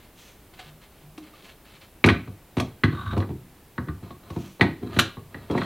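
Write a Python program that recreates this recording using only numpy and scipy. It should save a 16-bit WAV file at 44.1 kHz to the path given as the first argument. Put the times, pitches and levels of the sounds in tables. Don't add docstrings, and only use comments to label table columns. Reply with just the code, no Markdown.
import sys
import numpy as np
from scipy import signal
from scipy.fft import rfft, irfft, next_fast_len
from scipy.io import wavfile

SR = 44100
rng = np.random.default_rng(int(sys.argv[2]) if len(sys.argv) > 2 else 0)


def generate_wav(sig):
    pcm = np.round(np.clip(np.atleast_2d(sig).T, -1, 1) * 32767).astype(np.int16)
    wavfile.write(sys.argv[1], SR, pcm)


N = 249162
TIME = np.arange(N) / SR
RING_TIME = np.arange(2 ** 14) / SR

# t/s, clack/dB, shell focus/Hz, focus boost/dB, hardness/dB, base knock/dB, table thump/dB, thump/Hz
BLOWS = [(1.178, -47.5, 1140, 8, 4.5, -52.5, -60, 302), (2.0414, -14, 2330, 13.5, -7.5, -26, -14.5, 237),
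         (2.060, -37.5, 1130, 3, 10, -28.5, -19, 200), (2.0771, -23.5, 1440, 26, -15, -32, -28, 174),
         (2.088, -16.5, 2400, 11, -7.5, -30, -20, 170), (2.099, -22, 2320, 11, -8, -46, -20, 182),
         (2.275, -51, 1253, 10, -6, -50, -35.5, 129), (2.569, -34.5, 1130, 8, -1, -34.5, -20.5, 185),
         (2.582, -37.5, 3010, 7, 0.5, -36, -45, 152), (2.5988, -28.5, 1250, 8.5, 2.5, -32, -38, 165),
         (2.836, -18.5, 1970, 4.5, -9, -35, -14.5, 148), (2.928, -41, 1150, 15, -15, -45.5, -33, 157),
         (3.131, -38, 1170, 10, -11, -40, -30, 159), (3.166, -39.5, 1290, 17, -6, -33.5, -21.5, 127),
         (3.176, -43, 1130, 7, 3.5, -35, -20.5, 114), (3.202, -39.5, 1130, 7, -4, -39, -39, 152),
         (3.224, -40, 1130, 1, -22, -47, -48, 132), (3.290, -57, 1070, 0, -3, -46, -33.5, 144),
         (3.304, -62, 1290, 0, 4, -50, -30, 179), (3.78, -31, 1170, 0.5, -27.5, -41.5, -27, 153),
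         (3.872, -55, 1270, 6, -18, -52, -33, 133), (3.885, -36.5, 1200, 7, -25, -50.5, -28, 120),
         (4.025, -64, 1160, 22, 0, -54, -36.5, 140), (4.106, -44.5, 1130, 23, -7, -48, -40.5, 125),
         (4.302, -42.5, 1070, 16, -1, -45.5, -32.5, 124), (4.362, -50.5, 1000, 8, -6, -40, -26, 200),
         (4.596, -49, 4130, 22, -4, -36.5, -41, 220), (4.61, -14.5, 2085, 17.5, -7.5, -28.5, -15.5, 255),
         (4.6258, -29.5, 2010, -1, -6, -27.5, -25, 250), (4.828, -57, 1130, 20, -5, -46, -31, 340),
         (4.965, -35.5, 1130, -2, -10, -34, -21.5, 169), (4.9892, -19, 1330, 13, -1, -30, -47, 194),
         (5.17, -46, 1095, 22, -21, -48.5, -35.5, 118), (5.3448, -38.5, 1880, 13, -14.5, -44.5, -38, 171),
         (5.4993, -49, 3240, 15, -7, -33, -24, 310), (5.510, -45, 3300, 12, 4, -38.5, -35, 300),
         (5.549, -37, 1120, 24, -16, -29.5, -22.5, 320), (5.577, -32, 2020, 13, -3.5, -33.5, -34, 280),
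         (5.6166, -30, 1110, 8, -15, -45, -34, 290)]
# t/s, length/s, final grind/dB, swell/dB, final table shudder/dB
SINKS = [(4.024, 0.084, -55, -3.5, -52.5), (4.224, 0.25, -53.5, 2, -50.5), (4.805, 0.064, -47.5, 6, -33.5),
         (4.887, 0.075, -40, 7, -38), (5.301, 0.19, -52.5, 3.5, -51.5), (5.497, 0.14, -32.5, 13, -33)]
# t/s, length/s, relative final level/dB
BRUSH_STROKES = [(-0.02, 0.071, -56.5), (0.18, 0.12, -56.5), (0.531, 0.011, -48), (0.568, 0.022, -51),
                 (0.588, 0.0099, -37.5), (0.621, 0.073, -51.5), (0.81, 0.043, -52.5), (0.91, 0.12, -63),
                 (1.22, 0.067, -53.5), (1.33, 0.11, -54), (1.44, 0.074, -49.5), (1.645, 0.13, -53),
                 (1.805, 0.04, -51.5)]
# centre t/s, half length/s, level/dB
HAND_SWISHES = [(0.198, 0.03, -55), (0.277, 0.07, -56.5), (1.461, 0.026, -59.5), (4.436, 0.11, -54)]
# t/s, f/Hz, level/dB, rise/s, t60/s
PALM_BUMPS = [(.591, 735, -38, 0.001, 0.1), (.655, 152, -43, 0.013, 0.52),
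              (1.021, 150.7, -36.5, 0.036, 0.38), (1.179, 304, -33, 0.0022, 0.24),
              (1.336, 1195, -41.5, 0.0018, 0.055)]

# f/Hz, relative level/dB, t60/s
SHELL_MODES = [(1098.4, 3.5, 0.087), (1190, 2.5, 0.1), (1324, 1, 0.04), (1507, 3.5, 0.07), (1632, 2, 0.071),
               (1730, 3, 0.037), (1901, 7, 0.048), (2031, 4, 0.047), (2276, 14, 0.014), (2410, -1, 0.13),
               (2570, 5, 0.039), (2700, 10.5, 0.018), (3270, 4, 0.041), (3950, -1.5, 0.09),
               (4260, -17.5, 0.09), (4420, -41.5, 0.027)]
BASE_MODES = [(446.5, -6, 0.18), (532.7, 2.5, 0.067), (642, -7, 0.065), (700.5, 3.5, 0.095),
              (730, -0.5, 0.017), (942, -8.5, 0.15)]
TABLE_MODES = [(76.2, 1, 0.21), (99.4, 2.5, 0.24), (127.7, -6.5, 0.38), (151.2, -0.5, 0.17),
               (191.2, -1, 0.14), (253, 3, 0.085), (286.5, -9, 0.23), (328.7, -2, 0.13), (369, -1.5, 0.14),
               (403, 0, 0.081)]
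# f/Hz, width/Hz, relative level/dB
SOCKET_PEAKS = [(1410, 200, 1), (1820, 350, -5), (2430, 170, -0.5), (3020, 820, -3), (4110, 660, -3.5),
                (6170, 1400, -14.5), (9530, 3000, -17.5), (13100, 2600, -22.5)]
SQUEAK_PEAKS = [(1130, 32, 14), (1370, 70, 2.5), (1520, 60, 5), (3790, 110, -2.5)]
# f/Hz, relative level/dB
GRIT_EQ = [(600, -55), (1050, -9.5), (2400, -2), (3200, 2.5), (4200, 7), (4900, -9), (8000, -38)]
CRACK_EQ = [(2000, -3), (4300, 4.5), (5300, 1), (6200, 1), (7200, -7), (8700, -2.5), (12000, -10.5),
            (16000, -17)]
RUB_EQ = [(400, 0.5), (550, 0), (1200, 5), (2000, -10), (3000, -6), (4100, -3), (5200, -19), (9000, -22.5),
          (15000, -36)]
BRUSH_EQ = [(200, -11.5), (500, 1), (1200, -4.5), (3000, 4.5), (4300, 1), (5500, -10.5), (8000, -13),
            (14000, -23)]
SWISH_EQ = [(1000, -32), (2400, -8.5), (3300, -8.5), (5000, -16.5), (6200, -11), (7200, -16), (8300, -19.5),
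            (14000, -24.5)]
RUMBLE_EQ = [(12, -32.5), (20, -1), (59, 1), (133, -3.5), (176, -4), (227, -5.5), (365, -6), (496, -11),
             (733, -12), (1210, -17), (1430, -18), (2650, -20.5), (6120, -29), (14500, -24), (15800, -26)]
# f/Hz, t60/s
REVERB_T60 = [(60, 0.14), (160, 0.37), (420, 0.26), (1100, .3), (2200, 0.33), (4200, 0.32), (5500, .24),
              (8000, .22), (15000, 0.11)]
# f/Hz, level/dB
REVERB_EQ = [(60, -11.5), (250, 2.5), (700, -3.5), (2000, -9.5), (4300, -7.5), (6000, -6), (14000, -10)]
# f/Hz, relative level/dB
SIDE_EQ = [(100, -50), (250, -52.5), (600, -35), (2000, -35), (8000, -27.5)]

FRICTION_ATTACK_S = 0.012


def blow(clack_db, focus_hz, focus_db, hardness_db, knock_db, thump_db, thump_hz):
    def strike_eq(hz):
        focus = np.exp(-(np.log2((hz + 1) / focus_hz) / 0.23) ** 2)
        return focus_db * focus + hardness_db * np.clip((hz - 1950) / 400, 0, 1)

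    t = RING_TIME[:SR // 16]
    noise = rng.standard_normal((3, len(t)))
    grit = filtered(noise[0], lambda hz: amp(along(GRIT_EQ, hz) + strike_eq(hz))) * decay(t, 0.072)
    shell = unit(ring(SHELL_MODES, strike_eq)[:len(t)]) + 0.5 * unit(grit)
    touch = 1 + 0.36 * np.exp(-t / 0.011)
    clack = burst(lowpass(touch * shell, edge_hz=4350, order=6), 0.015)
    rattle = coloured(noise[1], [(250, -14), (480, -15), (950, -9), (1500, -28)]) * decay(t, 0.093)
    base = unit(ring(BASE_MODES, scatter_db=2)[:len(t)]) + 1.74 * unit(rattle)
    knock = burst(lowpass(base, edge_hz=1900, order=3), 0.021)
    crack = burst(coloured(noise[2], CRACK_EQ) * decay(t, 0.051) * onset(t, 0.0021), 0.027)
    crack_db = clack_db - 14.5 + 1.64 * hardness_db
    table = ring(TABLE_MODES, lambda hz: -3 * np.log2(hz / thump_hz) ** 2)
    hit = amp(thump_db) * burst(table * onset(RING_TIME, 0.0018), 0.024)
    add(hit, 0, amp(clack_db) * clack + amp(knock_db) * knock + amp(crack_db) * crack)
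    return hit


def knocks():
    track = np.zeros(N)
    for start, *voicing in BLOWS:
        add(track, start, in_room(blow(*voicing)))
    return track


def peg_snap(snap_s=4.988, grate_s=0.067, release_s=0.056):
    grate = stroke(snap_s - grate_s, grate_s, db=-41.5, swell_db=14,
                   attack=FRICTION_ATTACK_S, release=release_s)
    snap = stroke(snap_s, length=0.01, db=-15, swell_db=0, attack=0.003, release=release_s)
    return (grate + snap) * resonate(grains(per_s=11000), SOCKET_PEAKS)


def peg_skid():
    push = dict(start=2.915, length=0.22, attack=0.0097, release=0.067)
    slips = grains(per_s=8000)
    caught = grip(depth_db=3, rate_hz=65) * slips
    squeak = resonate(caught, SQUEAK_PEAKS) + amp(-12) * coloured(caught, RUB_EQ)
    shudder = coloured(shaken(slips, TABLE_MODES), [(100, 1), (200, -0.5), (400, -14)])
    return stroke(db=-36.5, swell_db=6, **push) * squeak + stroke(db=-29, swell_db=17, **push) * shudder


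def resin_grind():
    slips = grains(per_s=4500) * grip(depth_db=2.5, rate_hz=150)
    bodies = shaken(slips, SHELL_MODES) + shaken(slips, BASE_MODES)
    rasp = unit(coloured(slips, RUB_EQ) + 0.5 * bodies)
    shudder = shaken(slips, TABLE_MODES)
    track = np.zeros(N)
    for start, length, grind_db, swell_db, shudder_db in SINKS:
        push = stroke(start, length, 0, swell_db, FRICTION_ATTACK_S, release=0.14)
        track += push * (amp(grind_db) * rasp + amp(shudder_db) * shudder)
    return track


def hands():
    slips = grains(per_s=4400) * grip(depth_db=1.5, rate_hz=40)
    pressure = sum(stroke(*row, swell_db=-0.5, attack=0.0097, release=0.095) for row in BRUSH_STROKES)
    rustle = unit(coloured(slips, BRUSH_EQ) + 0.44 * shaken(slips, SHELL_MODES))
    swishes = sum(amp(db) * np.exp(-((TIME - centre) / half) ** 2) for centre, half, db in HAND_SWISHES)
    track = amp(-2.5) * pressure * rustle + swishes * coloured(grains(per_s=5200), SWISH_EQ)
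    for start, hz, db, rise, t60 in PALM_BUMPS:
        envelope = amp(db) * onset(RING_TIME, rise) * decay(RING_TIME, t60)
        add(track, start, envelope * np.sin(2 * np.pi * hz * RING_TIME))
    return track


def in_room(x, predelay_s=0.0028):
    hz, t, noise = signal.stft(rng.standard_normal(len(RING_TIME)), SR, nperseg=256)
    t60 = along(REVERB_T60, hz)[:, None]
    gain = amp(along(REVERB_EQ, hz))[:, None] * np.sqrt(2 * np.log(1000) / (t60 * SR))
    tail = signal.istft(noise * gain * decay(t, t60), SR, nperseg=256)[1][:len(RING_TIME)]
    fade_in = np.clip(RING_TIME / predelay_s - 1, 0, 1)
    return x + signal.fftconvolve(x, tail * fade_in)[:len(x)]


def room_tone():
    rumble = amp(-52.5) * coloured(rng.standard_normal(N), RUMBLE_EQ)
    return rumble + amp(-65.5) * rng.standard_normal((2, N))


def ring(modes, strike_eq=np.zeros_like, scatter_db=1):
    hz, db, t60 = np.transpose(modes)
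    gain = amp(db + strike_eq(hz) + scatter_db * rng.standard_normal(len(hz)))
    gain[1::3] *= -1
    t = RING_TIME[:int(t60.max() * SR)]
    partials = decay(t, t60[:, None]) * np.sin(2 * np.pi * hz[:, None] * t)
    return np.pad(gain @ partials, (0, len(RING_TIME) - len(t)))


def shaken(x, modes):
    return unit(signal.fftconvolve(x, ring(modes))[:N])


def resonate(x, peaks):
    def response(f):
        return sum((-1) ** k * amp(db) * 1j * f * width / (hz * hz - f * f + 1j * f * width)
                   for k, (hz, width, db) in enumerate(peaks))
    return unit(filtered(x, response))


def grains(per_s):
    return unit((rng.random(N) < per_s / SR) * rng.standard_normal(N))


def grip(depth_db, rate_hz):
    return amp(depth_db * unit(lowpass(rng.standard_normal(N), rate_hz, order=2)))


def stroke(start, length, db, swell_db, attack, release):
    t = TIME - start
    swell = amp(db + swell_db * (np.clip(t / length, 0, 1) - 1))
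    return np.clip(t / attack, 0, 1) * swell * decay(np.maximum(t - length, 0), release)


def onset(t, rise_s):
    return 1 - np.exp(-t / rise_s)


def decay(t, t60):
    return amp(-60 * t / t60)


def amp(db):
    return 10 ** (np.asarray(db) / 20)


def unit(x):
    return x / np.sqrt(np.mean(x ** 2) + 1e-20)


def burst(x, seconds):
    return unit(x) * np.sqrt(seconds * SR / len(x))


def along(points, hz):
    f, values = np.transpose(points)
    return np.interp(np.log(hz + 1), np.log(f), values)


def filtered(x, response):
    n = x.shape[-1]
    padded = next_fast_len(n + 4096)
    return irfft(rfft(x, padded) * response(np.fft.rfftfreq(padded, 1 / SR)), padded)[..., :n]


def coloured(x, eq):
    return unit(filtered(x, lambda hz: amp(along(eq, hz))))


def lowpass(x, edge_hz, order):
    return signal.sosfilt(signal.butter(order, edge_hz, fs=SR, output="sos"), x)


def add(track, start_s, x):
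    part = track[max(round(start_s * SR), 0):][:len(x)]
    part += x[:len(part)]


def scene():
    handling = knocks() + in_room(peg_skid() + resin_grind() + peg_snap() + hands())
    low_cut = signal.butter(4, 60, "high", fs=SR, output="sos")
    handling = signal.sosfilt(low_cut, handling)
    side = filtered(in_room(handling) - handling, lambda hz: amp(along(SIDE_EQ, hz)))
    side += amp(-78) * coloured(rng.standard_normal(N), RUMBLE_EQ)
    return handling + np.array([side, -side]) + room_tone()


def record(dry):
    return filtered(np.clip(dry, -1, 1), lambda hz: hz < 16000)


dry = scene()
out = record(dry)
generate_wav(out)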